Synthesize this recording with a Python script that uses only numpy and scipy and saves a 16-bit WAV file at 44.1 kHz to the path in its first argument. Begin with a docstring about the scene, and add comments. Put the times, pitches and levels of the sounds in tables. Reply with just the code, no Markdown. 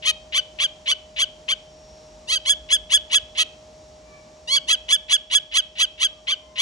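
"""Kestrel scolding in a walled yard

A perched kestrel scolds in three runs of kek-kek-kek, close to a phone in a walled aviary yard.
Flap ticks make the dry rasp that opens most keks; summed partials climb hoarsely, split and squeal.
Decaying noise rings as the walls; shaped noise and tones make air, rumble, a machine's hum and a whine.
Gliding, blurred tones are faint far-off animals."""
import sys
import numpy as np
from scipy import signal
from scipy.fft import rfft, irfft, next_fast_len
from scipy.io import wavfile
from scipy.ndimage import uniform_filter1d

SR = 44100
rng = np.random.default_rng(int(sys.argv[2]) if len(sys.argv) > 2 else 0)


def file_out(sig):
    """Save sig as 16-bit WAV at sys.argv[1]."""
    # one column per channel
    cols = np.atleast_2d(sig).T
    # limit, then scale
    lim = np.clip(cols, -1, 1)
    pcm = np.round(lim * 32767).astype(np.int16)
    wavfile.write(sys.argv[1], SR, pcm)


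N = 291501
TIME_S = np.arange(N) / SR
FREQS_HZ = np.arange(N + 1) * SR / (2 * N)
TOP_HZ = 12100

# keks, stages in succession; the rasp ends at start_s, length 0 = stage left out:
# start_s, rasp_s, climb_s, split_s, squeal_s, climb_mid_hz, crest_hz, relative_level_db, roughness (0-1)
KEK_STAGES = [(0.051, 0.028, .019, 0.042, 0, 1064, 1262, -0.5, 0.16),
              (0.345, 0.023, 0.031, 0.005, 0.022, 1114, 1565, 0, 0.26),
              (0.6, 0.014, 0.034, 0.0036, 0.028, 1129, 1648, -1, .38),
              (0.878, 0.02, 0.034, 0.0044, 0.02, 1121, 1536, 0, 0.27),
              (1.188, 0.027, 0.028, 0.0054, 0.025, 1109, 1627, -0.5, .31),
              (1.487, 0.0066, 0.029, 0.0042, 0.02, 1108, 1597, -1, 0.32),
              (2.272, 0, 0.044, .039, .026, 1000, 1610, -4, .13),
              (2.458, 0.0073, 0.033, 0.0022, 0.046, 1074, 1718, -1.5, .14),
              (2.703, .016, 0.018, 0.0044, 0.044, 1049, 1722, -.5, .15),
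              (2.903, 0.009, 0.029, 0.0043, .044, 998, 1717, 1, 0.26),
              (3.113, 0.016, 0.029, 0.011, .033, 1017, 1697, 1.6, .36),
              (3.373, .024, 0.015, 0.043, 0.0028, 1030, 1292, -0.5, 0.42),
              (4.473, 0, .089, 0.0018, 0.023, 1095, 1660, .3, .09),
              (4.67, 0, 0.03, 0.025, 0.029, 945, 1680, 0, .18),
              (4.888, .006, .033, 0.0029, 0.042, 1054, 1727, 0.5, 0.34),
              (5.096, 0.013, 0.029, 0.0054, 0.038, 1040, 1706, 1, 0.5),
              (5.311, 0.012, 0.036, 0.0025, .039, 1045, 1704, 1, 0.43),
              (5.538, 0.025, 0.027, 0.015, 0.028, 1053, 1668, 0.5, 0.33),
              (5.783, 0.03, 0.024, 0.019, .028, 1012, 1656, 0, .38),
              (5.997, 0.02, 0.03, 0.016, 0.029, 996, 1652, -0.5, 0.31),
              (6.28, 0.011, 0.037, 0.002, .025, 1131, 1600, -2, 0.37),
              (6.58, 0.024, 0.03, 0.0087, .025, 1060, 1660, 1, 0.38)]


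def undb(db):
    """Decibels to amplitude gain."""
    return 10 ** (np.asarray(db) / 20)


def unit(x):
    """Scale to an rms of 1."""
    return x / np.sqrt(np.mean(x ** 2) + 1e-18)


def curve(rows, axis=1):
    """Table column against time, linearly interpolated."""
    rows = np.array(rows)
    return np.interp(TIME_S, rows[:, 0], rows[:, axis])


def lookup(rows, hz, axis=1):
    """Table column against frequency, interpolated over log frequency."""
    rows = np.array(rows)
    return np.interp(np.log(np.maximum(hz, 1)), np.log(rows[:, 0]), rows[:, axis])


def shape(x, gain):
    """Filter a whole track by a gain at each of FREQS_HZ."""
    return irfft(rfft(x, 2 * N) * gain)[..., :N]


def walk(size, rate_hz):
    """Smooth random curve: normal draws at rate_hz, joined by straight lines."""
    knots = np.arange(size) * rate_hz / SR
    return np.interp(knots, np.arange(size), rng.standard_normal(size))


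def add(track, start_s, sound):
    """Mix a sound into a track at its start time."""
    i = max(int(start_s * SR), 0)
    track[i:i + len(sound)] += sound[:max(N - i, 0)]


def gate(t, length_s, rise_s, fall_s):
    """Quarter-sine opening and closing."""
    opening = np.sin(np.pi / 2 * np.clip(t / rise_s, 0, 1))
    closing = np.sin(np.pi / 2 * np.clip((length_s - t) / fall_s, 0, 1))
    return opening * closing


def background(air_db=-54, side_db=-60, hum_hz=619, hum_db=-52.0, whine_hz=5570):
    """Outdoor air and rumble as shaped noise; a machine's hum and a thin whine as wavering sines."""
    # air spectra, common to both ears and opposed between them: freq_hz, relative_level_db
    air_mid = [(22, -24), (60, 8.5), (105, -4.5), (150, 0.5), (210, -3.5), (450, -6), (780, -5.5),
               (1500, -19.5), (3000, -17.5), (6500, -16), (8000, -23.5), (9500, -51.5)]
    air_side = [(90, -56), (300, -13.5), (800, -5), (1500, -19), (6000, -22.5), (9200, -20), (10500, -29)]
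    # gain on air and hum: time_s, gain_db
    swell = [(2, 3), (4.8, 2.5), (5.3, -2), (6.6, 0.5)]
    # rumble: time_s, rms_level_db
    rumble_level = [(1.9, -58.5), (2.8, -48), (3.6, -68), (4.7, -59), (6.6, -66.5)]
    # whine: time_s, rms_level_db
    whine_level = [(1.5, -69), (1.9, -57.5), (2.2, -64.5), (2.6, -67.5)]
    mid = unit(shape(rng.standard_normal(N), undb(lookup(air_mid, FREQS_HZ))))
    side = unit(shape(rng.standard_normal(N), undb(lookup(air_side, FREQS_HZ))))
    air = undb(air_db) * mid + undb(side_db) * side * np.array([[1], [-1]])
    air = air * undb(0.58 * walk(N, 3.5))
    rumble_band = np.exp(-((FREQS_HZ - 53) / 15) ** 2)
    rumble = unit(shape(rng.standard_normal(N), rumble_band)) * undb(curve(rumble_level))
    hum_phase = 2 * np.pi * np.cumsum(hum_hz + 1.1 * walk(N, 7.4)) / SR
    hum = np.sqrt(2) * np.sin(hum_phase + np.array([[.5], [0]]))  # left leads by 0.5 rad
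    hum = hum * undb(hum_db + 0.34 * walk(N, 4.2))
    whine_phase = 2 * np.pi * np.cumsum(whine_hz + 8 * walk(N, 52)) / SR
    whine = np.sqrt(2) * np.sin(whine_phase) * undb(curve(whine_level))
    return (air + hum) * undb(curve(swell)) + rumble + whine


def flaps(size, flap_hz=300, loose=0.18):
    """Cycle count of a slack second membrane that flaps slowly and unevenly."""
    return np.cumsum(flap_hz * (1 + loose * walk(size, 300))) / SR


def rasp(length_s, swell_db=10, low_hz=2300, high_hz=3600):
    """Before the voice catches, each flap ticks the throat resonance."""
    t = np.arange(int((length_s + .005) * SR)) / SR
    cycles = flaps(len(t))
    ticks = np.diff(np.floor(cycles + .5), prepend=0)
    breath = .2 * rng.standard_normal(len(t)) * np.exp(-4 * (cycles % 1))
    band = signal.butter(2, [low_hz, high_hz], "band", fs=SR, output="sos")
    ring = signal.sosfilt(band, ticks + breath)
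    return unit(ring) * undb(swell_db * (t / length_s - 1)) * gate(t, t[-1], .004, .004)


def through_throat(x):
    """Colour a short burst by the throat and beak resonances, then level it."""
    # throat and beak: freq_hz, relative_gain_db
    resonances = [(450, -56.5), (820, -18.5), (1120, -17.5), (1640, -22.5), (2250, -9.5), (2720, -3.5),
                  (3220, 2), (3760, -8), (4420, -7.5), (5150, -20), (6020, -8.5), (6660, -10),
                  (7420, -21.5), (8520, -8), (10050, -14.5), (10950, -20.5)]
    size = next_fast_len(len(x) + 512)
    hz = np.arange(size // 2 + 1) * SR / size
    coloured = irfft(rfft(x, size) * undb(lookup(resonances, hz)), size)
    return unit(coloured[:len(x)])


def syrinx(hz, push, jitter, shimmer_db, hiss, half_db, flutter=0, dull_db=16):
    """Membranes beat unsteadily, duller at low push; uneven beats give half lines."""
    size = len(hz)
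    phase = 2 * np.pi * np.cumsum(hz * (1 + jitter * walk(size, 409))) / SR
    k = np.arange(1, 25)[:, None] / 2  # multiples of the pitch, halves included
    tilt_db = dull_db * (push - 1) * np.log2(np.maximum(k * hz / 3300, 1))
    half_line_db = np.minimum(half_db, 0) * (k % 1 > 0)
    gains = undb(tilt_db + half_line_db) * (k * hz < TOP_HZ + 1000)
    beats = unit(np.sum(gains * np.cos(k * phase + k ** 2), axis=0))
    air = hiss * rng.standard_normal(size) * (1 + np.cos(phase))  # air escapes once a cycle
    shimmer = undb(shimmer_db * walk(size, 441.0))
    flapping = 1 + flutter * np.cos(2 * np.pi * flaps(size))
    voice = through_throat((beats + air) * shimmer * flapping)
    # level the voice evenly, so that the stage levels set its loudness
    return voice / np.sqrt(uniform_filter1d(voice ** 2, size=360) + 1e-9)


def climbs(rasp_db=-4.5, flutter=1.3):
    """Hoarse rise after any rasp: the third partial sweeps into the resonance; flapping adds sidebands."""
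    # a strained, rough voice breaks to the next register at a higher pitch
    sweep_hz, typical_climb_s, break_hz, strain_hz = 115, 0.0301, 1107.3, 296
    # lower and longer climbs start softer
    climb_db, full_start_hz, soft_db_per_hz, soft_db_per_s = -14.5, 1101.6, 0.1, 110
    # the voice catches quickly out of a rasp, slowly without one
    quick_catch_s, slow_catch_s = .003, .018
    out = np.zeros(N)
    for start_s, rasp_s, length_s, _, _, mid_hz, _, level_db, rough in KEK_STAGES:
        t = np.arange(int((length_s + .003) * SR)) / SR
        along = t / t[-1]
        first_hz = mid_hz - sweep_hz * np.sqrt(length_s / typical_climb_s)
        hz = np.interp(along, [0, .5, 1], [first_hz, mid_hz, break_hz + strain_hz * rough])
        full_db = level_db + climb_db
        first_db = full_db - soft_db_per_hz * (full_start_hz - mid_hz) - soft_db_per_s * length_s
        db = np.interp(along, [.15, .65], [first_db, full_db])
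        push = np.interp(along, [0, .6], [.6, 1])
        voice = syrinx(hz, push, jitter=0.076 * rough, shimmer_db=4.7 * rough, hiss=0.5 * rough,
                       half_db=-28.0 + 31.0 * rough, flutter=flutter * rough)
        catch_s = quick_catch_s if rasp_s > 0 else slow_catch_s
        add(out, start_s, voice * undb(db) * gate(t, t[-1], catch_s, .005))
        if rasp_s > 0:
            add(out, start_s - rasp_s, rasp(rasp_s) * undb(first_db + rasp_db))
    return out


def splits(split_hz=1295, split_db=-12, fade_db_per_s=70):
    """Strong and weak beats alternate; the half line at 2.5 times the pitch takes the resonance."""
    out = np.zeros(N)
    for start_s, _, climb_s, length_s, _, _, crest_hz, level_db, rough in KEK_STAGES:
        if length_s > 0:
            t = np.arange(int((length_s + .004) * SR)) / SR
            arch = (2 * t / t[-1] - 1) ** 2  # 1 at the ends, 0 midway
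            hz = min(split_hz, crest_hz) * (1.012 - 0.0742 * arch)
            voice = syrinx(hz, 1 - .5 * arch, jitter=0.057 * rough, shimmer_db=2.0,
                           hiss=1.4 * rough, half_db=-1.5)
            db = level_db + split_db + 2 - 5 * arch - fade_db_per_s * t
            add(out, start_s + climb_s, voice * undb(db) * gate(t, t[-1], .003, .009))
    return out


def squeals(end_hz=1470, climb_hz_per_s=3500):
    """The second partial arches through the resonance, then sags, dulls and frays as pressure runs out."""
    # a longer hold before the sag peaks louder; the sag takes fall_s, or the whole of a shorter squeal
    squeal_db, hold_db_per_s, fall_s, tail_db = -13, 200, 0.02, -15.5
    out = np.zeros(N)
    for start_s, _, climb_s, split_s, length_s, _, crest_hz, level_db, _ in KEK_STAGES:
        if length_s > 0:
            t = np.arange(int((length_s + .002) * SR)) / SR
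            rise_s = max(length_s - fall_s, 0)
            sag = np.clip((t - rise_s) / (length_s - rise_s), 0, 1) ** 1.28
            hz = crest_hz - climb_hz_per_s * np.maximum(rise_s - t, 0) - (crest_hz - end_hz) * sag
            stage_db = [squeal_db + hold_db_per_s * rise_s, tail_db, tail_db - 3.5]
            db = level_db + np.interp(t / length_s, [.35, .75, 1], stage_db)
            voice = syrinx(hz, 1 - sag, jitter=.006 + .012 * sag, shimmer_db=1.6,
                           hiss=.09, half_db=-32 + 14 * sag)
            add(out, start_s + climb_s + split_s, voice * undb(db) * gate(t, t[-1], .003, .006))
    return out


def yard(x, t60_s=0.43, wet_db=-21.5, build_s=0.015, damp_hz=4700):
    """The walls return a diffuse, duller tail, unrelated at the two ports."""
    t = np.arange(SR) / SR
    decay = np.exp(-np.log(1000) * t / t60_s) * np.clip(t / build_s, 0, 1)
    response = rng.standard_normal((2, SR)) * decay / np.sqrt(np.sum(decay ** 2))
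    tail = signal.fftconvolve(x[None], response, axes=1)[:, :N]
    return undb(wet_db) * shape(tail, 1 / (1 + (FREQS_HZ / damp_hz) ** 4))


def kestrel(gape_hz=4550, gape_width_hz=600, gape_db=7, direct_db=-3.0):
    """The voice leaves the beak, shriller as it gapes, and reaches both ports as the head turns."""
    # treble: time_s, gain_db
    treble_gain = [(.1, -1.5), (.65, -4.5), (1.2, -0.5), (1.5, -5), (2.3, 1), (3.2, -1), (6.05, -1.5),
                   (6.3, -9.5), (6.6, -4)]
    # beak gape, lifting an upper resonance: time_s, gape (0-1)
    beak_gape = [(.1, .2), (.3, 0), (1.6, 0), (2.25, 1), (2.36, 1), (2.5, .1), (3.5, 0), (4.45, 1),
                 (4.58, 1), (4.72, .1), (4.95, 0)]
    # two microphone ports: freq_hz, left_lead_rad, left_minus_right_db
    port_response = [(278, .3, -4), (970, 2.25, 0), (1864, 0.49, 5.5), (2496, 3.02, 5.5), (2840, 5.43, 5.5),
                     (3370, 4.78, -3), (3730, 4.75, -4.5), (4740, 4.77, -2.5), (6080, 6.81, 1.5),
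                     (8250, 9.097, -1), (11300, 9.24, 1)]
    # head turn: time_s, left_minus_right_db
    head_turn = [(.3, 2), (.9, -1), (1.5, 2.5), (2.45, -1.5), (2.8, 1.5), (3.4, -2), (4.5, -1.5),
                 (4.9, -0.5), (5.3, -2), (6.1, -1), (6.6, 1)]
    voice = climbs() + splits() + squeals()
    treble = shape(voice, 1 - 1 / (1 + (FREQS_HZ / 5200) ** 8))
    upper = shape(voice, np.exp(-((FREQS_HZ - gape_hz) / gape_width_hz) ** 2))
    treble_change = treble * (undb(curve(treble_gain)) - 1)
    gape_change = upper * (undb(gape_db * curve(beak_gape)) - 1)
    voice = voice + treble_change + gape_change
    sides = np.array([[1], [-1]]) / 2
    port_gain = undb(sides * lookup(port_response, FREQS_HZ, axis=2))
    port_phase = np.exp(1j * sides * lookup(port_response, FREQS_HZ))
    turn = undb(sides * curve(head_turn))
    turn = turn / np.sqrt(np.mean(turn ** 2, axis=0))  # constant power over the two sides
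    direct = shape(voice, port_gain * port_phase) * turn * undb(direct_db)
    return direct + yard(voice)


def far_calls():
    """Faint drawn-out animal calls: gliding tones with overtones, blurred by distance."""
    # calls before the blur: start_s, length_s, first_hz, last_hz, relative_level_db, overtones_db
    calls = [(4.0, 0.2, 1192, 1126, -69.5, 3), (6.032, 0.18, 1212, 1180, -74, -32),
             (6.328, 0.37, 1042, 1021, -61, -15)]
    out = np.zeros(N)
    for start_s, length_s, first_hz, last_hz, db, overtones_db in calls:
        t = np.arange(int(length_s * SR)) / SR
        hz = np.interp(t, [0, length_s], [first_hz, last_hz]) * (1 + 0.0049 * walk(len(t), 85))
        phase = 2 * np.pi * np.cumsum(hz) / SR
        overtones = np.sin(2 * phase) + .5 * np.sin(3 * phase / 2)
        tone = np.sin(phase) + undb(overtones_db) * overtones
        add(out, start_s, tone * undb(db) * np.sin(np.pi * t / length_s))
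    return out + yard(out, t60_s=0.72, wet_db=15.0)


def scene():
    """The bird in front, far animals and background behind."""
    return kestrel() + far_calls() + background()


def record(dry):
    """The phone cuts everything above TOP_HZ with a steep low-pass."""
    return signal.sosfilt(signal.ellip(12, .2, 90, TOP_HZ, fs=SR, output="sos"), dry)


dry = scene()
out = record(dry)
file_out(out)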